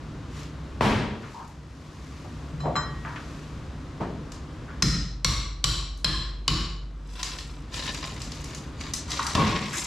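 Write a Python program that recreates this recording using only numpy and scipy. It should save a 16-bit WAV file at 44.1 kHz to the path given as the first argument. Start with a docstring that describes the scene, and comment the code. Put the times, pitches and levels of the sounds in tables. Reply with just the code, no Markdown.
"""A low machine hum and rush of air fill a bare fiberglass hull: sines over coloured noise, with cloth rustling.
A worker drops a plastic tub, bumps about and picks up a steel bar: thumps and bumps are filtered echoes, clinks are modes.
Five hammer blows drive the bar under an old overhead joint: bursts and echoes of its resonances, then hull modes booming.
Levering strokes grind fiberglass and foam as coloured grains; snaps are short bursts; a loosened piece hits the hull.
A gain control ducks at each loud hit and creeps back."""
import sys
import numpy as np
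from scipy import signal
from scipy.fft import rfft, irfft
from scipy.io import wavfile
from scipy.ndimage import uniform_filter1d, minimum_filter1d

SR = 44100
rng = np.random.default_rng(int(sys.argv[2]) if len(sys.argv) > 2 else 0)


def transcribe(signal):
    """Save signal, clipped to [-1, 1], as a 16-bit WAV file at the path in sys.argv[1]."""
    frames = np.atleast_2d(signal).T
    limited = np.clip(frames, -1, 1)
    pcm = np.round(limited * 32767).astype(np.int16)
    wavfile.write(sys.argv[1], SR, pcm)


N = 434826
T = np.arange(N) / SR  # s
HZ = np.maximum(np.fft.rfftfreq(8192, 1 / SR), 1)  # axis of all filter gains


def amp(db):
    """Decibels to gain."""
    return 10 ** (np.asarray(db) / 20)


def decay(t_s, t60_s):
    """Gain falling 60 dB per t60."""
    return amp(-60 * t_s / t60_s)


def evened(x):
    """Scales to rms 1."""
    return x / np.sqrt(np.mean(x ** 2) + 1e-20)


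def read(points, hz=HZ):
    """Joins (Hz, value) points on a log-frequency axis."""
    f, value = np.transpose(points)
    return np.interp(np.log(hz + 1), np.log(f + 1), value)


def add(mix, start_s, sound):
    """Mixes a sound into both channels at its start time."""
    part = mix[:, round(start_s * SR):][:, :sound.shape[1]]
    part += sound[:, :part.shape[1]]


def peak(hz, width_hz):
    """A resonance of height 1."""
    return 1 / (1 + (2 * (HZ - hz) / width_hz) ** 2)


def hump(hz, octaves):
    """A broad band with steep skirts, as a gain."""
    return (1 + (np.log2(HZ / hz) / (2 * octaves)) ** 2) ** -3.0


def panel(depth_db=5.0):
    """Each struck spot has its own crowd of small resonances, wider apart in the treble."""
    index = np.arange(150)
    knots_hz = 400 * np.expm1(index / 40) + 20 * index
    return amp(depth_db * np.interp(HZ, knots_hz, rng.standard_normal(len(knots_hz))))


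def colour(x, gain):
    """Causal minimum-phase filter with the given gain over HZ, floored 100 dB below its top."""
    cepstrum = irfft(np.log(np.maximum(gain / gain.max(), 1e-5)))
    half = len(cepstrum) // 2
    folded = np.r_[cepstrum[0], 2 * cepstrum[1:half]]
    taps = irfft(np.exp(rfft(folded, 2 * half)))[:half]
    return signal.oaconvolve(x, taps[None], axes=1)[:, :x.shape[1]]


# Likeness of the two microphones. Each row: frequency in Hz, correlation from 0 to 1.
LIKENESS = [(50, 1), (250, .97), (500, .87), (1000, .83), (4000, .8), (12000, .62)]
# Lean to the left. Each row: frequency in Hz, left over right in dB.
LEFT_LEAN = [(90, 0), (300, 1.2), (1500, 2.1), (4000, 1), (8000, 2.5)]


def pair(x):
    """Two unrelated signals become a close microphone pair: alike in the bass, looser in the treble."""
    a, b = rfft(x)
    hz = np.fft.rfftfreq(x.shape[1], 1 / SR)
    same = np.clip(read(LIKENESS, hz), 0, 1)
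    lean = amp(read(LEFT_LEAN, hz) / 2)
    mid = a * np.sqrt((1 + same) / 2)
    side = b * np.sqrt((1 - same) / 2)
    return irfft([(mid + side) * lean, (mid - side) / lean], x.shape[1])


def noise_pair(n):
    """White noise at the microphone pair."""
    return pair(rng.standard_normal((2, n)))


# Decay of the hull's echo, before each sound's stretch. Each row: frequency in Hz, t60 in s.
HULL_DECAY = [(60, 1), (150, 1), (400, 0.96), (1200, 0.72), (4000, 0.73), (8000, 0.55), (14000, 0.19)]


def echo(gain, stretch=1., rise_s=.003, linger_s=.12):
    """The hull's dense echo of one hit: it lingers, then each band dies at its own speed; rms 1 over 0.1 s."""
    hz, t, z = signal.stft(noise_pair(SR), SR, nperseg=256)
    age_s = np.hypot(t, linger_s) - linger_s
    t60_s = stretch * read(HULL_DECAY, hz)[:, None]
    tail = signal.istft(z * decay(age_s, t60_s), SR, nperseg=256)[1][:, :SR]
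    onset = 1 - np.exp(-T[:SR] / max(rise_s, 1e-4))
    tail = colour(tail * onset, gain)
    return tail / np.sqrt(np.mean(tail[:, :SR // 10] ** 2))


def crack(gain, fall_s):
    """The direct sound of a hit: a short noise burst with the energy of 5 ms at rms 1."""
    u = T[:4096] / fall_s
    burst = colour(noise_pair(len(u)) * np.sqrt(u) * np.exp(-u), gain)
    return burst / np.sqrt(np.sum(burst ** 2) / (SR / 100))


def grains(per_s, spread_db, wash):
    """Tiny fractures of uneven size over the wash of their own echoes."""
    sizes = amp(spread_db * np.minimum(rng.exponential(1, N), 2))
    sizes = sizes * (rng.random(N) < per_s / SR)
    clicks = signal.lfilter([1], [1, -np.exp(-1 / (0.0034 * SR))], sizes)  # each dies in 3.4 ms
    return evened(pair((evened(clicks) + wash) * rng.standard_normal((2, N))))


# Spectrum of the air. Each row: frequency in Hz, relative density in dB per Hz.
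AIR_SPECTRUM = [(15, -25), (25, -13.5), (64, 3.5), (92, -2), (157, -2.5), (180, -8.5), (263, -7),
                (427, -15.5), (818, -22), (1100, -19), (2280, -29.5), (3720, -32), (6740, -39),
                (12200, -57), (16000, -73)]
# Machine hum. Each row: frequency in Hz, rms level in dB.
HUM_TONES = [(64.6, -46), (150.7, -46), (269.2, -55.5), (301.5, -55.5)]


def background(air_db=-38.5, waver_rad=0.48):
    """A steady machine hum, each tone wavering in phase, and a rush of air fill the hull."""
    out = amp(air_db) * evened(colour(noise_pair(N), amp(read(AIR_SPECTRUM))))
    knots_s = np.linspace(0, T[-1], 60)
    for hz, db in HUM_TONES:
        phase = waver_rad * np.interp(T, knots_s, rng.standard_normal(len(knots_s)))
        out += amp(db) * np.sqrt(2) * np.sin(2 * np.pi * hz * T + phase)
    return out


# Body movements in stiff overalls. Each row: middle in s, length in s, level in dB.
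MOVEMENTS = [(0.396, 0.14, -46.5), (1.32, 0.36, -45), (2.04, 0.9, -52), (3.277, 0.66, -53)]
# Spectrum of rubbing and breaking, shared by cloth, snaps and prying.
# Each row: frequency in Hz, relative density in dB per Hz.
SCRAPE_SPECTRUM = [(290, -34), (500, -17), (868, -5), (1080, 1), (1550, -14), (1670, -10), (3250, -16.5),
                   (4730, -14.5), (7310, -15), (8330, -20), (12300, -23), (16000, -40)]


def rustle(still_db=-72):
    """Stiff cloth slides over itself, swelling and fading with each movement."""
    speed = amp(still_db)
    for middle_s, length_s, db in MOVEMENTS:
        speed = speed + amp(db) * np.exp(-(2 * (T - middle_s) / length_s) ** 2)
    gain = amp(read(SCRAPE_SPECTRUM)) * hump(3130, 1.28)
    return speed * evened(colour(grains(per_s=500, spread_db=9, wash=3.3), gain))


# Fibres snapping, and at 9.19 s the sharp tick of the bar knocking. Each row: start in s, level in dB, band
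# centre in Hz before the scrape spectrum.
SNAP_TICKS = [(0.431, -45, 3980), (1.476, -48, 9000), (4.319, -40, 5160), (5.974, -42.5, 9050),
              (7.2294, -18, 4380), (7.302, -46, 5000), (7.386, -27.5, 4060), (7.7414, -28, 3580),
              (7.865, -32, 3880), (7.945, -31, 3800), (8.217, -33.5, 5000), (8.3184, -35.5, 4330),
              (8.4419, -37.5, 5600), (8.547, -36.5, 6000), (8.936, -23.5, 6550), (9.1046, -31.5, 5050),
              (9.116, -27, 4130), (9.1923, -22.5, 1430), (9.228, -33, 5950), (9.2664, -26, 5400),
              (9.351, -16, 3200)]


def snaps(room_db=-13.0, body_db=-17):
    """Bundles of glass fibre break with a sharp tick that also jolts the panel; one tick gives the sharp onset
    of the bar's knock."""
    out = np.zeros((2, N))
    for s, db, hz in SNAP_TICKS:
        band = hump(hz, 0.76) + amp(body_db) * hump(2700, 1.7)
        gain = amp(read(SCRAPE_SPECTRUM)) * band * panel(depth_db=3)
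        add(out, s, amp(db) * crack(gain, fall_s=0.0029))
        add(out, s, amp(db + room_db) * echo(gain, stretch=0.32, rise_s=0.0075, linger_s=0.091))
    return out


# Modes of the hull's skin. Each row: frequency in Hz, height in dB (bumps use half).
SKIN_MODES = [(124, 2.5), (152, 4), (215, 7), (272, 1.5), (420, 5), (448, 5.5), (602, 7), (783, 1),
              (921, 3), (955, 10), (1098, 6), (1678, 9)]


def skin_db():
    """The hull's skin stands out at its own modes."""
    return sum(db * peak(hz, 21) for hz, db in SKIN_MODES)


# Heavy landings. Each row: start in s, level in dB, tilt in dB per octave, panel ring in Hz, ring height in dB,
# clatter and first smack in dB relative to the thump.
HEAVY_LANDINGS = [(0.8087, -12.5, 1, 1210, 1.6, -11.5, 6.6), (9.351, -16, -1.1, 1090, 14, -11, 3.3)]
# Spectrum of a landing. Each row: frequency in Hz, relative density in dB per Hz.
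THUMP_SPECTRUM = [(21, -33), (35, -6), (80, -0.5), (134, 0.5), (177, -5.5), (253, -5.5), (410, -6),
                  (442, -10.5), (946, -11.5), (4440, -31), (11900, -51), (15000, -65)]


def thumps(clatter_hz=1850, clatter_lag_s=.04):
    """A heavy thing lands on the hull: a smack, the echo of the rung skin, then a clatter."""
    out = np.zeros((2, N))
    for s, db, tilt_db, ring_hz, ring_db, clatter_db, smack_db in HEAVY_LANDINGS:
        tilt = tilt_db * np.log2(HZ / 500)
        ring = ring_db * peak(ring_hz, 210)
        gain = amp(read(THUMP_SPECTRUM) + tilt + ring + skin_db()) * panel(depth_db=1.5)
        add(out, s, amp(db) * echo(gain, stretch=1.09, rise_s=0.011, linger_s=0.047))
        add(out, s, amp(db + smack_db) * crack(gain * hump(710, 2.64), fall_s=0.0032))
        rattle = hump(clatter_hz, 0.87) * panel(depth_db=2)
        clatter = echo(rattle, stretch=0.51, rise_s=0.004, linger_s=0.45)
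        add(out, s + clatter_lag_s, amp(db + clatter_db) * clatter)
    return out


# Knees, boots and tools, and the low bounce of the tub just after it lands. Each row: start in s, level in dB,
# band centre in Hz, width in octaves, rise in s, # share of the hull's decay time.
LIGHT_BUMPS = [(.935, -20.5, 110, 1.2, 0.0028, 0.9), (1.23, -39, 1400, 0.59, 0.0031, 0.61),
               (1.335, -35, 918, 0.19, .03, 0.56), (1.389, -38.5, 1020, 0.41, 0.0091, 0.41),
               (2.247, -50, 680, 0.47, 0.00045, 0.15), (2.489, -36.5, 149, 0.11, 0.011, 1.8),
               (2.628, -36, 640, 0.53, 0.05, 0.45), (2.656, -31.5, 593, 0.59, 0.0022, 0.7),
               (2.654, -34.5, 170, 0.99, 0.002, 1.1), (2.755, -32, 1220, 0.42, 0.00099, 0.69),
               (2.78, -38, 75, 0.52, 0.023, 1.6), (3.049, -39, 1210, 0.57, 0.00094, 0.85),
               (3.159, -43.5, 1500, 0.78, 0.00097, 0.48), (4.002, -32, 139, 1.5, 0.0044, 0.8),
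               (4.007, -38.5, 750, 0.64, 0.00086, 0.55), (4.679, -48, 1370, 0.49, 0.0091, 0.49),
               (9.25, -36.5, 1170, 0.49, 0.016, 0.36), (9.365, -25, 181, 0.41, .01, 0.82),
               (9.725, -32, 1700, 0.68, 0.016, 0.25)]


def bumps(tick_db=6):
    """Lighter bumps and scuffs each sound one band of the hull; only a quick contact ticks."""
    out = np.zeros((2, N))
    soft = 1 / (1 + (HZ / 7500) ** 4)
    for s, db, hz, octaves, rise_s, stretch in LIGHT_BUMPS:
        gain = hump(hz, octaves) * soft * panel(depth_db=2.5) * amp(skin_db() / 2)
        add(out, s, amp(db) * echo(gain, stretch, rise_s, linger_s=0.0035))
        quickness = np.exp(-rise_s / 0.0025)
        tick = crack(hump(hz, octaves + 0.14) * soft, fall_s=0.0015)
        add(out, s, amp(db + tick_db) * quickness * tick)
    return out


# Modes of the free steel bar. Each row: frequency in Hz, level in dB, t60 in s.
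BAR_MODES = [(1156, 6.5, 0.41), (1894, -8.5, 1.33), (3155, -9.5, 0.67), (4040, 6, 0.32), (5160, -2, 0.36),
             (6270, -7, 0.33), (7320, 0, 0.3)]
# Clinks of the loose bar. Each row: start in s, level in dB, brightness of the contact in Hz.
BAR_CLINKS = [(2.603, -45.5, 6000), (2.755, -36, 5000), (2.761, -36, 11130), (9.191, -36, 1210)]


def clinks(wet_db=-9, tick_db=3):
    """Lifted free, the bar rings with clean, long modes; a soft contact favours the lowest."""
    out, t = np.zeros((2, N)), T[:SR]
    for s, db, top_hz in BAR_CLINKS:
        ring, lines = 0, 0
        for hz, level_db, t60_s in BAR_MODES:
            gain = amp(level_db) / (1 + (hz / top_hz) ** 2)
            turns = hz * (t + s) + 0.39 * rng.random((2, 1))  # each channel has its own phase
            ring = ring + gain * decay(t, t60_s) * np.sin(2 * np.pi * turns)
            lines = lines + gain * peak(hz, 33)
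        add(out, s, amp(db) * ring * (1 - np.exp(-t / 0.00046)))
        add(out, s, amp(db + wet_db) * echo(lines, stretch=0.47, rise_s=0.028, linger_s=0.084))
        add(out, s, amp(db + tick_db) * crack(hump(1200, 1.0), fall_s=0.0049))
    return out


# Hammer blows. Each row: start in s, level in dB, hull thud in dB, thud pitch in Hz, upper hull modes in dB,
# tilt above 3 kHz in dB per octave, clang in dB before the common lift, clang in Hz,
# then six weaker resonances of the wedged bar in Hz.
HAMMER_BLOWS = [(4.8231, -20, -14, 157, -19, -1.8, 10, 5150, 1340, 1920, 4090, 5630, 6330, 7210),
                (5.246, -20, -19.5, 115, -3, -2, 8.2, 5720, 1120, 2140, 3840, 4130, 4370, 7400),
                (5.641, -20, -22.5, 108, 5, -1.5, 6, 4000, 1137, 3070, 4680, 5580, 7070, 7670),
                (6.0445, -20.5, -23.5, 127, 8.5, -5.5, 12.2, 4120, 1060, 1650, 3210, 5270, 7630, 10030),
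                (6.4792, -20.5, -19, 140, 4.5, -5, 2.7, 5300, 1130, 3010, 3850, 4160, 4540, 7060)]
# The joint crunching under the bar. Each row: frequency in Hz, relative density in dB per Hz.
CRUNCH_SPECTRUM = [(100, -6), (500, -6.5), (800, -13.5), (1050, -4), (1700, -6), (2500, -5.5), (4400, -0.5),
                   (5700, -2.5), (6700, -7), (7950, -4.5), (8400, -13), (10200, -11.5), (10900, -21),
                   (11900, -13), (12800, -27), (13900, -24), (15200, -44)]


def wedged_bar(crack_db=13.5, tick_db=-2, ring_db=-17.0, clang_width_hz=430, clang_lift_db=4,
               mode_db=9.5, mode_width_hz=250):
    """Each blow rings the wedged, damped bar, whose resonances shift as it sinks in."""
    out = np.zeros((2, N))
    tick_gain = hump(5000, 0.9) / (1 + (HZ / 10000) ** 6)
    for s, db, _, _, _, tilt_db, clang_db, clang_hz, *modes_hz in HAMMER_BLOWS:
        weaker = mode_db * np.max([peak(hz, mode_width_hz) for hz in modes_hz], 0)
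        clang = (clang_db + clang_lift_db) * peak(clang_hz, clang_width_hz)
        tilt = tilt_db * np.log2(np.maximum(HZ / 3000, 1))
        gain = amp(read(CRUNCH_SPECTRUM) + weaker + clang + tilt) * panel(depth_db=2)
        # the grip of the joint splits each resonance into a close pair
        lines = 0
        for hz in [clang_hz] + modes_hz:
            for shift_hz in rng.normal([-50, 50], 25):
                lines = lines + peak(hz + shift_hz, 30)
        body = echo(gain * (1 + 0.2 * lines), stretch=0.46, rise_s=0.0011, linger_s=0.38)
        ring = echo(gain * lines, stretch=0.35, rise_s=0.0016, linger_s=0.1)
        add(out, s, amp(db + crack_db) * crack(gain * hump(6000, 7.2), fall_s=0.0023))
        add(out, s, amp(db + tick_db) * crack(tick_gain, fall_s=0.00022))
        add(out, s, amp(db) * body)
        add(out, s, amp(db + ring_db) * ring)
    return out


# Low modes of the hull. 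Each row: frequency in Hz, dB relative to the thud, t60 in s, delay after the blow in s.
HULL_MODES = [(57, 6.5, 1, 0.0295), (71.8, 1.5, 0.89, 0.0393), (123.4, -3, 1, 0.0067),
              (152.5, 0, 0.61, 0.0076), (200, -6, 0.25, 0.00966), (306, 0.5, 0.45, .04),
              (344, -6, 0.96, .045)]


def hull_thud(lag_s=0.00697, rumble_db=-5, return_s=.115, return_db=-8):
    """Just after each blow the hull's low modes thud; the bending wave comes back once along the hull."""
    out, t = np.zeros((2, N)), T[:SR]
    for s, _, thud_db, thud_hz, upper_db, *_ in HAMMER_BLOWS:
        # a softer contact favours the lower hull modes
        push = hump(thud_hz, 1.0) * amp(upper_db * peak(336, 83))
        for hz, level_db, t60_s, delay_s in HULL_MODES:
            level = amp(thud_db + level_db) * np.interp(hz, HZ, push)
            envelope = decay(t, t60_s) * (1 - np.exp(-t / 0.0014))
            mode = level * envelope * np.sin(2 * np.pi * hz * t)
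            add(out, s + delay_s, mode[None])
        rumble = echo(hump(thud_hz, 0.62), stretch=0.61, rise_s=0.0008, linger_s=0.028)
        rumble = amp(thud_db + rumble_db) * rumble
        add(out, s + lag_s, rumble)
        add(out, s + lag_s + return_s, amp(return_db) * rumble)
    return out


def boom(hz=48.6, db=-22.0, t60_s=4.3, rise_s=0.026):
    """Every blow renews the slow swing of the whole hull."""
    swings = []
    for s, *_ in HAMMER_BLOWS:
        swings.append(np.clip((T - s) / rise_s, 0, 1) * decay(np.maximum(T - s, 0), t60_s))
    tone = np.sin(2 * np.pi * hz * (T - HAMMER_BLOWS[0][0]))
    return amp(db) * np.sqrt(2) * np.max(swings, 0) * tone


# Strokes of the pry bar. Each row: time of full force in s, build-up in s, hold in s, level in dB,
# treble in dB before the common treble level.
PRY_STROKES = [(7.197, 0.29, 0.16, -32.5, -6), (7.74, 0.049, 0.13, -29, -8.5),
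               (8.04, 0.051, 0.018, -38.5, -11), (8.24, 1, 0.071, -47.5, -4.5),
               (8.547, 0.56, 0.0066, -41.5, -6.5), (8.807, 0.056, 0.0056, -34, -8.5),
               (9.105, 0.095, 0.35, -33.5, -6), (9.49, 0.16, 0.11, -24.5, -19),
               (9.774, 0.19, 0.033, -25.5, 2.5)]


def prying(body_db=-4, groan_db=-14, treble_db=-3.5, resting_db=-62, build_db=34.5, ease_db_per_s=84):
    """The bar grinds foam and fibre: force builds, holds and eases off; each stroke rubs another spot."""
    out = np.zeros((2, N))
    coarse = grains(per_s=200, spread_db=5, wash=0.8)
    fine = grains(per_s=220, spread_db=5, wash=1.0)
    high = 1 / (1 + (6000 / HZ) ** 8)
    for s, build_s, hold_s, db, bright_db in PRY_STROKES:
        span = (T > s - 1.5 * build_s - .02) & (T < s + hold_s + .7)
        t = T[span] - s
        swell_db = build_db * np.minimum(t, 0) / max(build_s, .005)
        ease_db = ease_db_per_s * np.maximum(t - hold_s, 0)
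        force = amp(db + swell_db - ease_db)
        gain = amp(read(SCRAPE_SPECTRUM)) * panel(depth_db=4)
        body = evened(colour(coarse[:, span], gain * (1 - high) * hump(3920, 1.3)))
        groan = evened(colour(coarse[:, span], hump(320, 1.28) * panel()))
        fizz = evened(colour(fine[:, span], gain * high * hump(3550, 0.77)))
        grind = amp(body_db) * body + amp(groan_db) * groan + amp(treble_db + bright_db) * fizz
        out[:, span] += force * grind
    # between strokes the bar still rubs lightly
    first_s, first_build_s = PRY_STROKES[0][:2]
    touching = np.clip((T - first_s + first_build_s) / 0.38, 0, 1)
    rub = evened(colour(coarse, amp(read(SCRAPE_SPECTRUM)) * hump(3000, 1.1)))
    return out + amp(resting_db) * touching * rub


def gain_control(x, threshold_db=-21, ratio=2.39, hold_s=0.47, recover_db_per_s=7.5):
    """Turns down at once above the threshold, holds, then recovers steadily."""
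    power = abs(uniform_filter1d((x ** 2).mean(0), size=130))
    level_db = 10 * np.log10(power + 1e-12)
    cut_db = np.minimum(threshold_db - level_db, 0) * (1 - 1 / ratio)
    half = round(hold_s * SR / 2)
    held_db = minimum_filter1d(cut_db, 2 * half + 1, origin=half)
    climb_db = recover_db_per_s * T
    gain_db = np.minimum.accumulate(held_db - climb_db) + climb_db
    return x * amp(uniform_filter1d(gain_db, size=90))


def scene():
    """All sources at the microphone pair."""
    quiet = background() + rustle() + snaps()
    handling = thumps() + bumps() + clinks()
    work = wedged_bar() + hull_thud() + boom() + prying()
    return quiet + handling + work


def record(dry, edge_hz=15800):
    """Gain control, then the band limit."""
    lowpass = signal.firwin(511, edge_hz, window=("kaiser", 9), fs=SR)
    return signal.oaconvolve(gain_control(dry), lowpass[None], "same")


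dry = scene()
out = record(dry)
transcribe(out)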